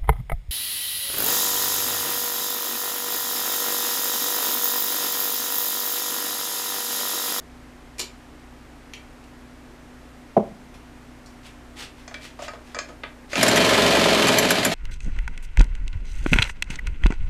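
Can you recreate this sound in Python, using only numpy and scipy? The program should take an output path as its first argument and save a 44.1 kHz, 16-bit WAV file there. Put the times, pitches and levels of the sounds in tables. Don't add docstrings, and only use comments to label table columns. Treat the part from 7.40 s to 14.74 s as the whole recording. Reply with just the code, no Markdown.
import sys
import numpy as np
from scipy import signal
from scipy.fft import rfft, irfft
from scipy.io import wavfile
from scipy.ndimage import uniform_filter1d

SR = 44100
rng = np.random.default_rng(int(sys.argv[2]) if len(sys.argv) > 2 else 0)


def store_pcm(level_fs):
    pcm = np.round(np.clip(level_fs, -1, 1) * 32767).astype(np.int16)
    wavfile.write(sys.argv[1], SR, np.atleast_2d(pcm).T)


N = 323694
TIME = np.arange(N) / SR
CATCH_S, FULL_SPEED = 5.955, 23

# (pitch [Hz], width [Hz], level [dB])
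COVER_MODES = [(306, 94, -7.5), (1160, 460, -1), (1720, 400, 2), (2390, 380, 3), (3460, 750, -5.5),
               (5150, 1460, -1), (6800, 3300, -9), (11400, 2600, -18.5)]


def engine():
    # (time [s], speed [turns/s])
    crank_speed = [(5.955, 16.9), (6.1, 20.95), (6.22, 22.93), (6.42, 23.34), (6.55, 22.52), (6.75, 22.09),
                   (6.95, 19.29), (7.12, 15.13), (7.34, 9.78)]
    # (place in the turn [0-1], level [dB])
    intake_pulses = [(0.021, 3.5), (0.395, -1), (.72, 3)]
    exhaust_pulses = [(0.077, -3.5), (0.379, 7), (.84, 0)]
    # (pitch [Hz], width [Hz], level [dB])
    airbox_modes = [(69.4, 23, -13.5), (115, 19.6, -3.5), (163, 15.4, 2), (203, 30, 0.5), (242, 49, 4),
                    (298, 103, -3.5)]
    muffler_modes = [(333, 62, -1.5), (420.3, 29.4, 5.5), (446.5, 25.3, 4), (546, 51, -2), (628, 25, 6),
                     (659, 37, -2.5), (764, 29, -4.5), (884, 35, -6.5), (1010, 69, -7), (1286, 79, -5.5)]
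    shell_modes = [(2241, 16, 9), (2416, 15, 20.5), (3100, 37, 8.5), (3130, 19, -3), (3530, 16, -5),
                   (3850, 20, -4), (4270, 26, -3), (7050, 45, -1), (11020, 25, -6)]
    # (frequency [Hz], level [dB])
    clatter_colour = [(290, -45), (500, -10.5), (650, -2), (760, -9.5), (1120, -15.5), (1700, -8.5),
                      (2350, -11), (2750, -10.5), (3300, -11), (4300, -12.5), (5550, -19.5), (7400, -21),
                      (8500, -25.5), (12000, -29.5), (15300, -44)]

    speed = np.interp(TIME, *np.transpose(crank_speed))
    turns = np.cumsum(speed) / SR
    turns -= np.interp(CATCH_S, TIME, turns)
    rebound_db = 14 * np.tanh(np.maximum(FULL_SPEED - speed, 0) / 2.3)
    intake = gas_pulses(turns, intake_pulses, rebound_db, uneven_db=3, jitter_s=0.00038)
    exhaust = gas_pulses(turns, exhaust_pulses, 0.29 * rebound_db, uneven_db=5.5, jitter_s=0.00042)

    thump = band(resonate(intake, airbox_modes), 45, 430)
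    thump = even_out(room_dip(workshop(thump, reverb_db=-7)), window_s=0.21)
    thump *= follow_crank(speed, db=-25, db_per_doubling=3.8, build_up_s=0.018)
    puff = band(resonate(exhaust, muffler_modes), 358, 1430)
    puff = even_out(workshop(puff, reverb_db=-2.5), window_s=0.061)
    puff *= follow_crank(speed, db=-20.5, db_per_doubling=8.6, build_up_s=0.09)

    first_end = 0.82 * surge(turns, place=0.0081, fade_turns=0.24)
    second_end = 0.56 * amp(0.19 * rebound_db) * surge(turns, place=0.42, fade_turns=0.13)
    rattle = noise(clatter_colour) * (0.59 + first_end + second_end)
    rattle *= amp(2 * drift(740) + 1.2 * drift(220))
    rattle = rms_one(rattle) + 0.25 * rms_one(resonate(rattle, shell_modes))
    clatter = even_out(rattle, window_s=0.13)
    clatter *= follow_crank(speed, db=-20, db_per_doubling=6, build_up_s=0.018)
    return thump + puff + workshop(clatter, reverb_db=-8.5)


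def gas_pulses(turns, pulses, rebound_db, uneven_db, jitter_s):
    out = np.zeros(N)
    for k, (place, db) in enumerate(pulses):
        timing, strength = rng.standard_normal((40, 2)).T
        at = np.searchsorted(turns, np.arange(40) + place) + (timing * jitter_s * SR).astype(int)
        in_scene = at < N - SR // 100
        at = at[in_scene]
        push_db = rebound_db[at] if k == 1 else 0
        out[at] += amp(db + uneven_db * strength[in_scene] + push_db)
    return out


def surge(turns, place, fade_turns):
    return np.exp(-((turns - place) % 1) / fade_turns)


def follow_crank(speed, db, db_per_doubling, build_up_s):
    caught = 1 - np.exp(-np.maximum(TIME - CATCH_S, 0) / build_up_s)
    return caught * amp(db + db_per_doubling * np.log2(speed / FULL_SPEED))


def starter():
    # (pitch [Hz], width [Hz], level [dB])
    casing_modes = [(617, 97, 12.5), (710, 110, 2.5), (900, 150, 0), (1278, 54, 8), (1480, 160, 3),
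                    (1940, 280, 2), (2400, 51, -4), (2323, 23, 10.5), (3260, 85, -11.5), (3650, 320, -15),
                    (4600, 340, -6.5), (5540, 640, 0.5), (6250, 680, -2.5), (7220, 95, -0.5),
                    (7320, 140, -3), (9260, 1400, -28), (11220, 250, -14), (11000, 340, -9),
                    (13000, 660, -21)]
    spring_modes = [(5060, 41, 5), (6390, 79, -1), (6500, 43, 2), (7340, 70, -12)]
    # (time [s], click [dB], knock [dB], ting [dB])
    touch_hits = [(4.6783, -43, -45, -40.5), (4.7114, -52, -41.5, -64), (4.7422, -33.5, -44.5, -40),
                  (4.9906, -66, -33.5, -53), (5.021, -65, -35, -37), (5.0815, -39.5, -33, -41),
                  (5.1354, -69, -36.5, -64), (5.3464, -40, -32, -39), (5.3654, -44, -33, -62),
                  (5.3882, -29.5, -32.5, -29.5), (5.4884, -71, -38.5, -56), (5.6348, -32.5, -33.5, -50),
                  (5.9313, -30, -29, -31.5), (5.956, -24, -25, -32)]
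    # (time [s], level [dB], brightness [dB])
    clack_hits = [(6.029, -13.5, -1.5), (6.0809, -15.5, -8.5), (6.1588, -21.5, -1), (6.1721, -16.5, -13),
                  (6.8698, -18.5, -8), (6.8836, -18.5, -7), (6.9846, -14.5, 3.5), (7.1055, -15, 1),
                  (7.249, -16, 0.5)]
    touches, clacks = np.zeros(N), np.zeros(N)
    for s, click_db, knock_db, ting_db in touch_hits:
        colour = [(650, knock_db), (1200, knock_db - 2.5), (2000, click_db), (3500, click_db),
                  (5500, ting_db + 0.5), (7300, ting_db + 2), (10000, ting_db - 13)]
        dullness_db = np.clip(knock_db - click_db, 0, 18)
        contact_s = 0.0043 * amp(0.5 * dullness_db)
        casing = [(hz, width, db - 2.5 + 0.44 * dullness_db) for hz, width, db in casing_modes]
        level = np.linalg.norm(amp([knock_db, click_db, ting_db]))
        add(touches, s, level * strike(casing + COVER_MODES, colour, contact_s, grit=2.3))
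    ping = strike(spring_modes, [(5000, 0), (7000, 0)], contact_s=0.002, grit=0.2, scatter_db=6)
    add(touches, 5.389, amp(-33.5) * ping)
    for s, db, bright_db in clack_hits:
        colour = [(700, -8), (2000, -0.3), (5000, -4.5), (8000, 11 + bright_db), (13000, 9.5 + bright_db)]
        clack = strike(casing_modes + COVER_MODES, colour, contact_s=0.0069, grit=6, scatter_db=3)
        add(clacks, s, amp(db) * clack)
    return workshop(band(touches, 210, 7000), reverb_db=-6.5) + workshop(clacks, reverb_db=-11.5)


def switches_and_footstep():
    # (time [s], level [dB], contact time [s], knock [dB], mid tones [dB])
    hits = [(0.583, -35, 0.022, -5, 0), (.594, -27, 0.0074, -2, -3.5), (0.601, -29, 0.0067, -3, 1),
            (0.613, -35.5, 0.007, -6, -2), (1.5352, -37, 0.004, -1, 18), (1.547, -45, 0.023, -10, 15),
            (1.839, -56, .005, -10, 7), (2.308, -48, .008, 26, 0), (3.341, -50, 0.015, -7, 10),
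            (3.86, -49.5, 0.018, -10, -10), (4.063, -53, 0.011, -8, -2)]
    # (pitch [Hz], width [Hz], level [dB])
    plastic_modes = [(374, 58, 6), (1110, 1400, -7.5), (1840, 440, -3), (2420, 320, 3), (3270, 860, -1),
                     (4300, 710, 1), (5660, 570, 0.5), (7100, 400, 1.5), (9300, 2700, -8.5),
                     (12500, 4000, -14)]
    out = np.zeros(N)
    for s, db, contact_s, knock_db, mid_db in hits:
        colour = [(400, knock_db), (1300, 0), (2400, mid_db), (6000, 0)]
        add(out, s, amp(db) * strike(plastic_modes, colour, contact_s, grit=5.5))
    return workshop(out, reverb_db=-4.5)


def thud():
    # (time [s], level [dB], contact time [s], brightness [dB])
    bumps = [(2.9662, -10, 0.001, 5), (2.975, -10, 0.0013, -4.5), (3.118, -38, .003, -29)]
    # (pitch [Hz], width [Hz], level [dB])
    hollow_modes = [(109, 54, -15), (200, 36, 4), (382, 34, 7), (450, 78, 1), (524, 53, 5), (632, 53, 6.5),
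                    (800, 125, -5), (910, 63, -5.5), (990, 55, -6), (1140, 130, -15.5)]
    # (delay [s], level [dB])
    wall_echoes = [(.029, -14), (.053, -31)]
    body, rattle = np.zeros(N), np.zeros(N)
    for s, db, contact_s, bright_db in bumps:
        bump = strike(hollow_modes, [(200, 0), (700, bright_db)], contact_s, grit=0.05, scatter_db=2.2)
        add(body, s, amp(db) * bump)
        shake = strike(COVER_MODES, [(4000, 0), (7000, -23)], contact_s=0.009, grit=4)
        add(rattle, s, amp(db - 39) * shake)
    direct = band(band(body, 50, 1600), 50, 1600) + rattle
    heard = workshop(direct, reverb_db=-13)
    for delay_s, db in wall_echoes:
        add(heard, delay_s, amp(db) * direct)
    return heard


def cord(rise_s=0.044, fade_s=0.026):
    # (start [s], length [s], level [dB])
    draws = [(4.023, 0.043, -46.5), (4.353, 0.078, -38.5), (4.552, 0.054, -55), (4.799, 0.055, -42),
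             (4.986, .068, -43), (5.23, 0.093, -56), (5.889, 0.074, -36.5)]
    # (frequency [Hz], level [dB])
    rasp_colour = [(760, -11), (1300, -9.5), (1700, -6.5), (2700, -4), (8370, -16.5), (15000, -32)]
    sliding = np.zeros(N)
    for s, length_s, db in draws:
        rise = np.clip((TIME - s) / rise_s, 0, 1)
        fade = np.exp(-np.maximum(TIME - s - length_s, 0) / fade_s)
        sliding += amp(db) * rise * fade
    rasp = noise(rasp_colour) * amp(2 * drift(400))
    return workshop(sliding * rasp, reverb_db=-6.5)


def workshop(x, reverb_db):
    # (frequency [Hz], time [s])
    fade_times = [(100, 0.56), (250, 0.34), (700, 0.29), (2500, 0.29), (7000, 0.2), (15000, 0.18)]
    t = np.arange(SR // 2) / SR
    tail = 0
    for hz in 60 * 2.0 ** np.arange(8):
        octave = band(rng.standard_normal(len(t)), hz, 2 * hz)
        tail += octave * amp(-60 * t / at_hz(fade_times, hz * np.sqrt(2)))
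    tail = rms_one(tail * (t > 0.004)) / np.sqrt(len(t))
    return x + amp(reverb_db) * signal.fftconvolve(x, tail)[:N]


def room_dip(x, hz=138.3, width_hz=25):
    return signal.lfilter(*signal.iirnotch(hz, hz / width_hz, fs=SR), x)


def background():
    # (frequency [Hz], level [dB])
    air_colour = [(20, -11), (45, -5.5), (100, -8.5), (190, -15), (270, -3.5), (350, -10), (462, -12),
                  (850, -14), (1960, -18.5), (3720, -27.5), (8320, -33), (14100, -41.5), (15300, -62)]
    hum_notes = [(24, -68), (30.5, -55.5), (60.8, -53), (122, -61), (152, -62), (246, -52), (296, -62.5),
                 (378, -70), (737, -67)]
    air = noise(air_colour)
    air = amp(-50.5) * air / np.std(band(air, 300, 15000))
    hum = 0
    for hz, db in hum_notes:
        level = np.sqrt(2) * amp(db + drift(8.1))
        hum += level * np.sin(2 * np.pi * hz * TIME + hz / 400 * drift(6))
    return air + hum


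def strike(modes, colour, contact_s, grit, scatter_db=2):
    t = np.arange(SR // 5) / SR
    chatter = rng.standard_normal(len(t)) * np.exp(-t / contact_s)
    force = grit * rms_one(chatter) + rms_one(t == 0)
    struck = [(hz, width, db + scatter_db * rng.standard_normal()) for hz, width, db in modes]
    return rms_one(resonate(force, struck, colour)) / np.sqrt(20)


def resonate(x, modes, colour=((1, 0), (2, 0))):
    out = 0
    for k, (hz, width, db) in enumerate(modes):
        decay = np.exp(-np.pi * width / SR)
        feedback = [1, -2 * decay * np.cos(2 * np.pi * hz / SR), decay ** 2]
        ringing = signal.lfilter([1, 0, -1], feedback, x + 1e-18)
        out += (-1) ** k * (1 - decay ** 2) / 2 * amp(db + at_hz(colour, hz)) * ringing
    return out


def even_out(x, window_s):
    count = int(window_s * SR)
    power = uniform_filter1d(uniform_filter1d(x * x, count), count // 2)
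    return x / np.sqrt(np.maximum(power, 0) + power.max() / 1000)


def noise(colour):
    gains = amp(at_hz(colour, np.arange(N // 2 + 1) * SR / N))
    return rms_one(irfft(rfft(rng.standard_normal(N)) * gains, N))


def drift(rate):
    values = rng.standard_normal(4096)
    return np.interp(TIME * rate, np.arange(len(values)), values)


def band(x, low_hz, high_hz):
    return signal.sosfilt(signal.butter(2, [low_hz, high_hz], "band", fs=SR, output="sos"), x)


def at_hz(points, hz):
    frequencies, values = np.transpose(points)
    return np.interp(np.log(np.maximum(hz, 1)), np.log(frequencies), values)


def amp(db):
    return 10 ** (np.asarray(db) / 20)


def rms_one(x):
    return x / np.sqrt(np.mean(x ** 2) + 1e-20)


def add(track, s, sound):
    start = int(s * SR)
    track[start:start + len(sound)] += sound[:N - start]


def scene():
    return (engine() + starter() + switches_and_footstep() + thud() + cord() + background())[None]


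def record(dry):
    rounded = 1.508 * np.tanh(dry / 1.484)
    return signal.sosfilt(signal.ellip(12, 0.2, 80, 15400, fs=SR, output="sos"), rounded)


dry = scene()
out = record(dry)
store_pcm(out)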